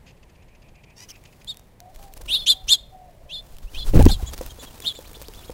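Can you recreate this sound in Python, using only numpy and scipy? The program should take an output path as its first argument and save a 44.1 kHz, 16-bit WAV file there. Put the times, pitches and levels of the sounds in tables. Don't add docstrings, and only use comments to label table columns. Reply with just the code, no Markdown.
import sys
import numpy as np
from scipy import signal
from scipy.fft import rfft, irfft
from scipy.io import wavfile
from scipy.ndimage import uniform_filter1d

SR = 44100
rng = np.random.default_rng(int(sys.argv[2]) if len(sys.argv) > 2 else 0)


def waveform_to_disk(signal):
    frames = np.transpose(np.atleast_2d(signal))
    scaled = np.clip(frames, -1, 1) * 32767
    samples = np.round(scaled).astype(np.int16)
    wavfile.write(sys.argv[1], SR, samples)


N = 243873


def gain_of(db):
    return 10 ** (np.asarray(db) / 20)


def evened(x):
    return x / np.sqrt(np.mean(x ** 2) + 1e-20)


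def read(points, hz):
    f, value = np.transpose(points)
    return np.interp(np.log(hz + 1), np.log(f + 1), value)


def add(mix, s, sound):
    part = mix[round(s * SR):][:len(sound)]
    part += sound[:len(part)]
    return mix


def columns(rows):
    s, *rest = np.transpose(rows)
    t = np.arange(s[0], s[-1], 1 / SR)
    return s[0], [np.interp(t, s, c) for c in rest]


def level(rows):
    s, db = np.transpose(rows)
    return gain_of(np.interp(np.arange(N) / SR, s, db, -200, -200))


def strokes(rows, period):
    s, *rest = np.transpose(rows)
    t = np.arange(s[0], s[-1], period)
    return np.transpose([t, *(np.interp(t, s, c) for c in rest)])


def noise(points):
    spectrum = rfft(rng.standard_normal(N + 1))
    shape = gain_of(read(points, np.fft.rfftfreq(N + 1, 1 / SR)))
    return evened(irfft(spectrum * shape)[:N])


def wobble(size, smooth_s):
    span = max(int(smooth_s * SR), 1)
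    once = uniform_filter1d(rng.standard_normal(size), span)
    return evened(uniform_filter1d(once, span))


def band(hz, width):
    return noise([(hz - 2 * width, -50), (hz - width / 2, 0), (hz + width / 2, 0), (hz + 2 * width, -50)])


# (frequency [Hz], relative level [dB per Hz])
HUM_SPECTRUM = [(8.8, -32.5), (15, 6.5), (65, -2), (142, -3.5), (286, -15), (527, -15), (972, -20),
                (1380, -30), (1850, -25.5), (2330, -28.5), (3830, -34.5), (6480, -39), (8420, -38),
                (14700, -42), (16000, -54.5)]
HUM_DB = -51
WHINE_HZ, WHINE_DB = 15272, -83


def hum():
    tone = np.sqrt(2) * np.sin(2 * np.pi * WHINE_HZ * np.arange(N) / SR)
    swell_db = .8 * wobble(N, 0.12)
    return gain_of(HUM_DB + swell_db) * noise(HUM_SPECTRUM) + gain_of(WHINE_DB) * tone


# (frequency [Hz], time to fall 60 dB [s])
YARD_DECAY = [(500, 0.36), (3500, 0.36), (8000, 0.25), (16000, 0.31)]
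YARD_DB = -27


def yard(x):
    taps = np.zeros(SR // 2)
    at = np.arange(400, SR // 2 - 40, 40)
    taps[at + rng.integers(0, 40, len(at))] = rng.choice([-1., 1.], len(at))
    hz, t, z = signal.stft(taps, SR, nperseg=256)
    decay = gain_of(-60 * t / read(YARD_DECAY, hz)[:, None])
    tail = signal.istft(z * decay, SR, nperseg=256)[1]
    tail = gain_of(YARD_DB) * tail / np.linalg.norm(tail)
    return signal.fftconvolve(x, tail)[:N]


# (start [s], length [s], nominal level [dB], start pitch [Hz], top pitch [Hz], end pitch [Hz])
COOS = [(1.793, 0.13, -51, 628, 713, 760), (1.985, 0.15, -50.5, 800, 799, 770),
        (2.523, 0.14, -55.5, 760, 757, 756), (2.907, 0.21, -49, 740, 752, 705)]
# (time [s], level [dB])
COO_HUSK = [(1.75, -90), (1.85, -60.5), (2.9, -62), (3.3, -57.5), (3.6, -66.5), (3.7, -82)]
COO_TOP, COO_HOLD = 0.232, .65
COO_ENDS_DB = -2


def coos():
    out = level(COO_HUSK) * band(630, 150)
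    for start, length, top_db, start_hz, top_hz, end_hz in COOS:
        ends_db = top_db + COO_ENDS_DB
        s, (hz, db) = columns([(start, start_hz, ends_db),
                               (start + COO_TOP * length, top_hz, top_db),
                               (start + COO_HOLD * length, (top_hz + end_hz) / 2, top_db),
                               (start + length, end_hz, ends_db)])
        blur = gain_of(2.9 * wobble(len(hz), 0.0063)) * signal.windows.tukey(len(hz), .3)
        turns = 2 * np.pi * np.cumsum(hz + 9 * wobble(len(hz), .008)) / SR
        add(out, s, gain_of(db) * np.sqrt(2) * blur * np.sin(turns))
    return out


# (time [s], nominal peak level [dB])
FAR_PUFFS = [(0.0596, -40.5), (0.0737, -38.5), (0.087, -41.5), (0.102, -43.5), (0.166, -49.5), (0.226, -42),
             (0.291, -43.5), (0.35, -46), (0.42, -45.5), (0.48, -45.5), (0.546, -44), (0.618, -42.5),
             (0.682, -44), (0.75, -43.5), (0.833, -40), (0.897, -43), (1.151, -36.5), (1.248, -34),
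             (1.322, -41.5), (1.41, -38.5)]
# (frequency [Hz], relative level [dB per Hz])
FAR_FEATHERS = [(590, -37), (1000, -29), (1280, -12.5), (2560, 4.5), (3800, -9.5), (4960, -4),
                (5570, -11.5), (6630, -5.5), (7980, -20), (16000, -37)]


def far_wings():
    puffs = np.zeros(N)
    for s, db in FAR_PUFFS:
        add(puffs, s - .003, gain_of(db - 13.5) * np.hanning(round(0.024 * SR)))
    return puffs * noise(FAR_FEATHERS)


# (time [s], nominal level [dB])
RUSTLE = [(.9, -91), (1.06, -62.5), (1.65, -63.5), (1.75, -75), (1.9, -66), (2.05, -51.5), (2.12, -65),
          (2.3, -48.5), (2.8, -65), (3.3, -67.5), (3.5, -57), (3.72, -61), (3.96, -48.5), (4.3, -49),
          (5.53, -49.5)]
# (time [s], nominal peak level [dB], ring pitch [Hz])
TICKS = [(1.239, -38.5, 7060), (3.525, -55.5, 5630), (3.568, -35, 6200), (3.585, -32, 3300),
         (1.446, -33.5, 4570), (1.5443, -35, 4580), (1.5711, -28.5, 15100), (1.5953, -35.5, 7600),
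         (1.8034, -28.5, 6200), (1.9607, -32, 13900), (2.0285, -34.5, 12700), (2.137, -42, 13600),
         (2.138, -29, 12700), (2.177, -32.5, 10200), (4.026, -16.5, 9100), (4.055, -12, 5800),
         (4.3312, -36, 4300), (4.335, -23, 4960), (4.3406, -25, 4330), (4.379, -23, 5060),
         (4.4134, -25.5, 5700), (4.4632, -23, 14100), (4.5057, -32, 6570), (4.8026, -24, 9000),
         (4.8229, -25.5, 6450), (4.989, -32, 8100), (5.132, -28.5, 13600), (5.2164, -24.5, 4670),
         (5.2227, -25, 13900), (5.2839, -26.5, 4600), (5.3374, -30, 4500), (5.5029, -30, 5270)]


def ticks():
    t, out = np.arange(300) / SR, np.zeros(N)
    for (s, db, hz), grit in zip(TICKS, rng.standard_normal((len(TICKS), 300))):
        ring = .6 * np.sin(2 * np.pi * hz * t) * np.exp(-t / .0005)
        crackle = .5 * grit * np.exp(-t / .0013)
        add(out, s, gain_of(db) * (ring + crackle))
    falls = rng.random(N) < 170 / SR
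    small = falls * gain_of(3.5 * np.minimum(rng.exponential(1, N), 3))
    grain = rng.standard_normal(300) * np.exp(-t / .0004)
    return out + gain_of(2) * signal.oaconvolve(small * level(RUSTLE), grain)[:N]


# (time [s], nominal level [dB])
KNOCKS = [(2.206, -41.5), (4.336, -47), (4.411, -23), (4.587, -38.5), (4.801, -39.5), (4.989, -32.5),
          (5.113, -42), (5.17, -41), (5.216, -38), (5.286, -34), (5.497, -27)]
# (nominal frequency [Hz], relative level [dB], time to fall 60 dB [s])
FEEDER = [(474, 3, 0.034), (345, -14, 0.08), (700, -14, 0.043), (910, -19.5, 0.13)]


def knocks():
    t, out = np.arange(3000) / SR, np.zeros(N)
    for (s, db), detunes in zip(KNOCKS, rng.standard_normal((len(KNOCKS), len(FEEDER)))):
        ring = 0
        for (hz, mode_db, t60), detune in zip(FEEDER, detunes):
            tone = np.sin(2 * np.pi * hz * (1 + 0.0465 * detune) * t)
            ring = ring + gain_of(mode_db - 60 * t / t60) * tone
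        add(out, s, gain_of(db) * ring)
    return out


# (start [s], rise [s], fall [s], nominal top level [dB],
# start pitch [Hz], top pitch [Hz], end pitch [Hz])
SQUEAKS = [(.953, .072, 0.037, -45, 890, 981, 1015), (1.083, 0.018, 0.023, -39.5, 2720, 3310, 2350)]
# (frequency [Hz], relative level [dB])
SQUEAK_THROAT = [(800, -11.5), (2000, -5.5), (3000, -5), (4000, -9), (5400, 6.5), (7000, -6.5),
                 (10000, -13.5), (16000, -14)]
SQUEAK_ENDS_DB = -10.5


def squeak(start, rise, fall, top_db, start_hz, top_hz, end_hz):
    ends_db = top_db + SQUEAK_ENDS_DB
    s, (db, hz) = columns([(start, ends_db, start_hz), (start + rise, top_db, top_hz),
                           (start + rise + fall, ends_db, end_hz)])
    turns = 2 * np.pi * np.cumsum(hz * (1 + .017 * wobble(len(hz), .0012))) / SR
    voice = 0
    for k in range(1, 14):
        strength = gain_of(read(SQUEAK_THROAT, k * hz)) * (k * hz < 16000)
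        voice = voice + strength * np.cos(k * turns + k ** 2)
    throb = gain_of(6 * np.clip(wobble(len(hz), .0022), -2, 1.2))
    leak = 0.59 * noise(SQUEAK_THROAT)[:len(hz)]
    return s, gain_of(db) * (evened(voice * throb) + leak) * signal.windows.tukey(len(hz), .3)


# (frequency [Hz], relative level [dB per Hz])
CHIRP_NOISE = [(400, -15), (4000, -18), (11000, -6), (16000, -19.5)]


def chirp(rows, overtones_db, rasp_db):
    s, (db, hz, gap_hz, upper_db) = columns(rows)
    size = len(hz)

    def soft(curve):
        return uniform_filter1d(curve, size=260, mode="nearest")

    low = 2 * np.pi * np.cumsum(soft(hz) * (1 + .007 * wobble(size, .001))) / SR
    gap = 2 * np.pi * np.cumsum(soft(gap_hz) * (1 + 0.071 * wobble(size, 0.0014))) / SR
    up = gain_of(upper_db + 1.5 * wobble(size, 0.0027))
    lift = gain_of(np.outer([11, 4], 3600 - hz) / 1000)
    lift = lift * gain_of(-9 * np.linspace(0, 1, size) ** 3 - 0.5)
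    rasp = gain_of(rasp_db * wobble(size, 0.0011))
    harmonics = [1, *(gain_of(overtones_db)[:, None] * lift)]
    out = 0
    for k, rel in enumerate(harmonics, 1):
        mix = up ** (1 / k)
        lines = [gain_of(-25.5) * up, 1, mix,
                 gain_of(-10.5 + 8.3 * (k > 1)) * up * mix ** .4, gain_of(-18.5) * up ** 2]
        for m, strength in enumerate(lines, -1):
            phase = 2 * np.pi * rng.random()
            out = out + rel * strength * np.cos(k * low + m * gap + phase)
    noise_db = -15 + .4 * db.max() - .3 * (db - db.max())
    around = gain_of(noise_db) * noise(CHIRP_NOISE)[:size]
    fade = signal.windows.tukey(size, .35)
    return s, gain_of(soft(soft(db))) * (np.sqrt(2) * out * rasp + around) * fade


# (time of top [s], nominal level [dB], nominal top pitch [Hz], length scale [s], octave before lift [dB])
CHIPS = [(4.279, -43.5, 3560, 0.053, -0.5), (4.506, -45, 3416, 0.036, -9), (4.604, -45.5, 3680, 0.044, -4),
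         (4.67, -48.5, 3490, 0.046, -23), (4.824, -46, 3630, 0.038, -12), (4.961, -45.5, 3730, 0.074, -5),
         (5.153, -46, 3730, 0.032, -16), (5.388, -49, 3690, 0.056, -19), (5.485, -53.5, 3500, 0.037, -9)]


def chip(s, db, top_hz, length, octave_db):
    arch = [(-.45, -19, .87), (0, 1.5, 0.97), (.6, -10.5, .88)]  # (share of length, rel dB, pitch factor)
    rows = [(s + u * length, db + d, f * top_hz, 520, -9) for u, d, f in arch]
    return chirp(rows, [octave_db, -22], rasp_db=2.8)


# (start [s], rise [s], tail [s], nominal top level [dB], swell [dB], fall [dB],
# start pitch [Hz], knee pitch [Hz], top pitch [Hz], tail pitch [Hz], gap to upper voice before the drop [Hz],
# upper voice at knee and top [dB], octave before lift [dB], twelfth before lift [dB], rasp [dB])
CHIRPS = [(1.467, 0.036, .037, -27.5, 22, 29, 3100, 3520, 3795, 3150, 677, -9, -16.5, -27, 1.4),
          (2.275, 0.071, 0.045, -17, 23.5, 12.5, 2218, 2895, 3820, 3220, 462, -5.5, -31, -20.5, 1.2),
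          (2.317, 0.083, 0.064, -31.5, 12, 10, 2227, 2820, 3720, 3540, 700, -6.5, -41, -22, 2),
          (2.458, 0.05, 0.037, -11, 22, 25.5, 2200, 3160, 3650, 3190, 554.4, -4.5, -17.5, -22, 1.5),
          (2.677, 0.051, 0.039, -10, 28, 22, 2200, 3100, 3667, 3210, 612, -5, -11.5, -21.5, 1.5),
          (3.283, 0.067, 0.067, -31.5, 21, 7.5, 2340, 2780, 3720, 3580, 616, -7, -26, -29.5, 1.3),
          (3.735, 0.062, 0.053, -36.5, 10.5, -1, 2350, 2560, 3630, 3500, 653, -4, -25, -29, 2.3),
          (4.079, 0.042, 0.047, -29, 16, 17.5, 2270, 3100, 3774, 3080, 564, 1.5, -12, -13, 2.7),
          (4.831, 0.049, 0.053, -21, 35, 22.5, 2070, 2940, 3804, 3220, 517, -8.5, -21.5, -26.5, 3)]
KNEE, SHOULDER = .42, .75
KNEE_SWELL, SHOULDER_SWELL = 0.6, 0.83
SHOULDER_PITCH = .75
DROP_S, DROP_PITCH, DROP_FALL = .016, 0.9154, 0.36
UPPER_START_DB, UPPER_DIP_DB, UPPER_END_DB = 15.5, -2, -4
GAP_WIDENS = 1.1


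def call(s, rise, tail, db, swell, fall, start_hz, knee_hz, top_hz, tail_hz, gap_hz,
         upper_db, octave_db, twelfth_db, rasp_db):
    shoulder_hz = knee_hz + SHOULDER_PITCH * (top_hz - knee_hz)
    knee_db = db - (1 - KNEE_SWELL) * swell
    shoulder_db = db - (1 - SHOULDER_SWELL) * swell
    wide_hz = GAP_WIDENS * gap_hz
    top = s + rise
    rows = [(s, db - swell, start_hz, gap_hz, upper_db + UPPER_START_DB),
            (s + KNEE * rise, knee_db, knee_hz, gap_hz, upper_db),
            (s + SHOULDER * rise, shoulder_db, shoulder_hz, gap_hz, upper_db + UPPER_DIP_DB),
            (top, db, top_hz, gap_hz, upper_db),
            (top + DROP_S, db - DROP_FALL * fall, DROP_PITCH * top_hz, wide_hz, upper_db),
            (top + tail, db - fall, tail_hz, wide_hz, upper_db + UPPER_END_DB)]
    return chirp(rows, [octave_db, twelfth_db], rasp_db)


def whistle(mix, s, db, start_hz, end_hz, length, rough, overtones_db):
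    size = round(length * SR)
    hz = np.linspace(start_hz, end_hz, size) * (1 + rough * wobble(size, .0005))
    turns = 2 * np.pi * np.cumsum(hz) / SR
    overtones = np.sin(2 * turns) + 0.65 * np.sin(3 * turns)
    tone = np.sin(turns) + gain_of(overtones_db) * overtones
    return add(mix.copy(), s - length / 2, gain_of(db) * np.sqrt(2) * tone * np.hanning(size) ** 0.13)


# (centre [s], level [dB], start pitch [Hz], end pitch [Hz], length [s])
WHISTLES = [(4.015, -25, 926, 756, 0.017), (4.101, -30, 848, 730, 0.017), (4.206, -44, 853, 643, 0.022),
            (4.25, -50, 1120, 925.9, 0.016), (3.685, -57, 2460, 3050, 0.03), (4.71, -54, 2930, 2760, 0.01)]
# (time [s], level [dB])
FAR_WHISTLE = [(.292, -74), (.42, -66.5), (1.1, -56), (1.36, -66)]
FAR_STROKE_S = .1215
SWEEP_START_S, SWEEP_STROKE_S, SWEEP_DB = 4.965, .0957, -52


def whistles():
    out = np.zeros(N)
    for row in WHISTLES:
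        out = whistle(out, *row, rough=0.0083, overtones_db=-13)
    for s, db in strokes(FAR_WHISTLE, FAR_STROKE_S):
        out = whistle(out, s, db, start_hz=2350, end_hz=2560, length=.075, rough=.08, overtones_db=-30)
    for s in np.arange(SWEEP_START_S, N / SR, SWEEP_STROKE_S):
        out = whistle(out, s, SWEEP_DB, start_hz=2100, end_hz=5000, length=.034, rough=.09, overtones_db=-25)
    return out


# (time [s], level [dB])
GUST = [(1.9, -76), (2.2, -46), (2.8, -53.5), (3.55, -51), (3.88, -35), (3.94, -14), (4.0, -11),
        (4.06, -7.5), (4.11, -15.5), (4.146, -29), (4.3, -36), (4.73, -50.5), (5.53, -45)]
# (time [s], nominal level [dB], length before dying away [s])
SLAPS = [(3.933, -17, 0.045), (3.962, -14.5, 0.018), (3.987, -9, 0.013), (4.003, -22, 0.027),
         (4.047, -12.5, 0.0073), (4.06, -8, 0.0095), (4.079, -35, 0.02), (4.111, -33, 0.021),
         (4.222, -35.5, 0.0099)]
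# (frequency [Hz], relative level [dB per Hz])
EDDIES = [(71, -64), (120, 6.5), (261, -3), (557, -13.5), (684, -24), (1050, -31.5), (2700, -36.5),
          (3310, -44), (14700, -62), (16000, -32)]


def gust():
    rumble = level(GUST) * noise([(10, -5.5), (25, 2.5), (50, 5.5), (90, -3.5), (150, -18), (400, -61)])
    bursts = np.zeros(N)
    for s, db, length in SLAPS:
        t = np.arange(0, length + .04, 1 / SR)
        attack = np.minimum(t / 0.0046, 1)
        decay = np.exp(-np.maximum(t - length, 0) / 0.0028)
        add(bursts, s, gain_of(db) * attack * decay)
    return rumble + bursts * noise(EDDIES) * gain_of(4 * wobble(N, .0015))


# (time of push [s], air push peak [dB],
# nominal feather swish [dB], push length scale [s], swish half-length [s])
BEATS = [(2.648, -29.5, -75, .024, 0.012), (2.694, -34, -44, 0.014, 0.01),
         (3.551, -35.5, -60, 0.059, 0.051), (3.654, -24, -55.5, 0.029, 0.022),
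         (3.779, -22.5, -47.5, 0.048, 0.08), (3.893, -10.5, -40, 0.042, 0.048),
         (3.974, -2, -34, 0.046, 0.028), (4.022, -8, -36.5, 0.019, 0.037), (4.059, -5, -44, 0.0342, 0.035),
         (4.119, -15, -35.5, 0.046, 0.031), (4.238, -17.5, -58, 0.014, 0.091),
         (4.355, -29, -36, 0.03, 0.012), (4.402, -33, -40, 0.036, .011), (4.467, -32, -50, 0.027, 0.051),
         (4.653, -48, -40, 0.013, .024), (4.871, -56, -43.5, 0.015, 0.027)]
# (time [s], air push peak [dB], nominal feather swish [dB])
FLUTTER = [(1.966, -33.5, -52), (2.13, -45.5, -61), (2.2, -33.5, -40.5), (2.42, -43, -56)]
FLUTTER_STROKE_S, FLUTTER_PUSH_S, FLUTTER_SWISH_S = .0445, 0.029, 0.0093
# (frequency [Hz], relative level [dB per Hz])
SWISH = [(180, -0.5), (300, -2), (494, -4), (961, -7.5), (2070, -15.5), (3890, -12), (14500, -17.5),
         (16000, -14.5)]


def near_wings():
    push, swish = np.zeros((2, N))
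    flutter = [(*row, FLUTTER_PUSH_S, FLUTTER_SWISH_S) for row in strokes(FLUTTER, FLUTTER_STROKE_S)]
    for s, push_db, swish_db, push_s, swish_s in flutter + BEATS:
        u = np.arange(-2 * push_s, 2 * push_s, 1 / SR) / (push_s / 3.48)
        lobe = (1 - u ** 2) * np.exp(-u ** 2 / 2)
        add(push, s - 2 * push_s, gain_of(push_db) * lobe)
        add(swish, s - .016 - swish_s, gain_of(swish_db) * np.hanning(round(2 * swish_s * SR)))
    rustle = level(RUSTLE) * gain_of(2.6 * wobble(N, .007))
    feathers = noise(SWISH) * gain_of(1.74 * wobble(N, 0.00039))
    return push + (swish + rustle) * feathers


def scene():
    echoing = ticks() + knocks() + whistles() + coos()
    for play, rows in [(squeak, SQUEAKS), (chip, CHIPS), (call, CHIRPS)]:
        for row in rows:
            add(echoing, *play(*row))
    return (hum() + echoing + yard(echoing) + far_wings() + gust() + near_wings())[None]


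EDGE_HZ = 15900


def record(dry):
    clipped = np.clip(dry, -1, 1)
    lowpass = signal.firwin(511, EDGE_HZ, window=("kaiser", 9), fs=SR)
    return signal.oaconvolve(clipped, lowpass[None], "same")


dry = scene()
out = record(dry)
waveform_to_disk(out)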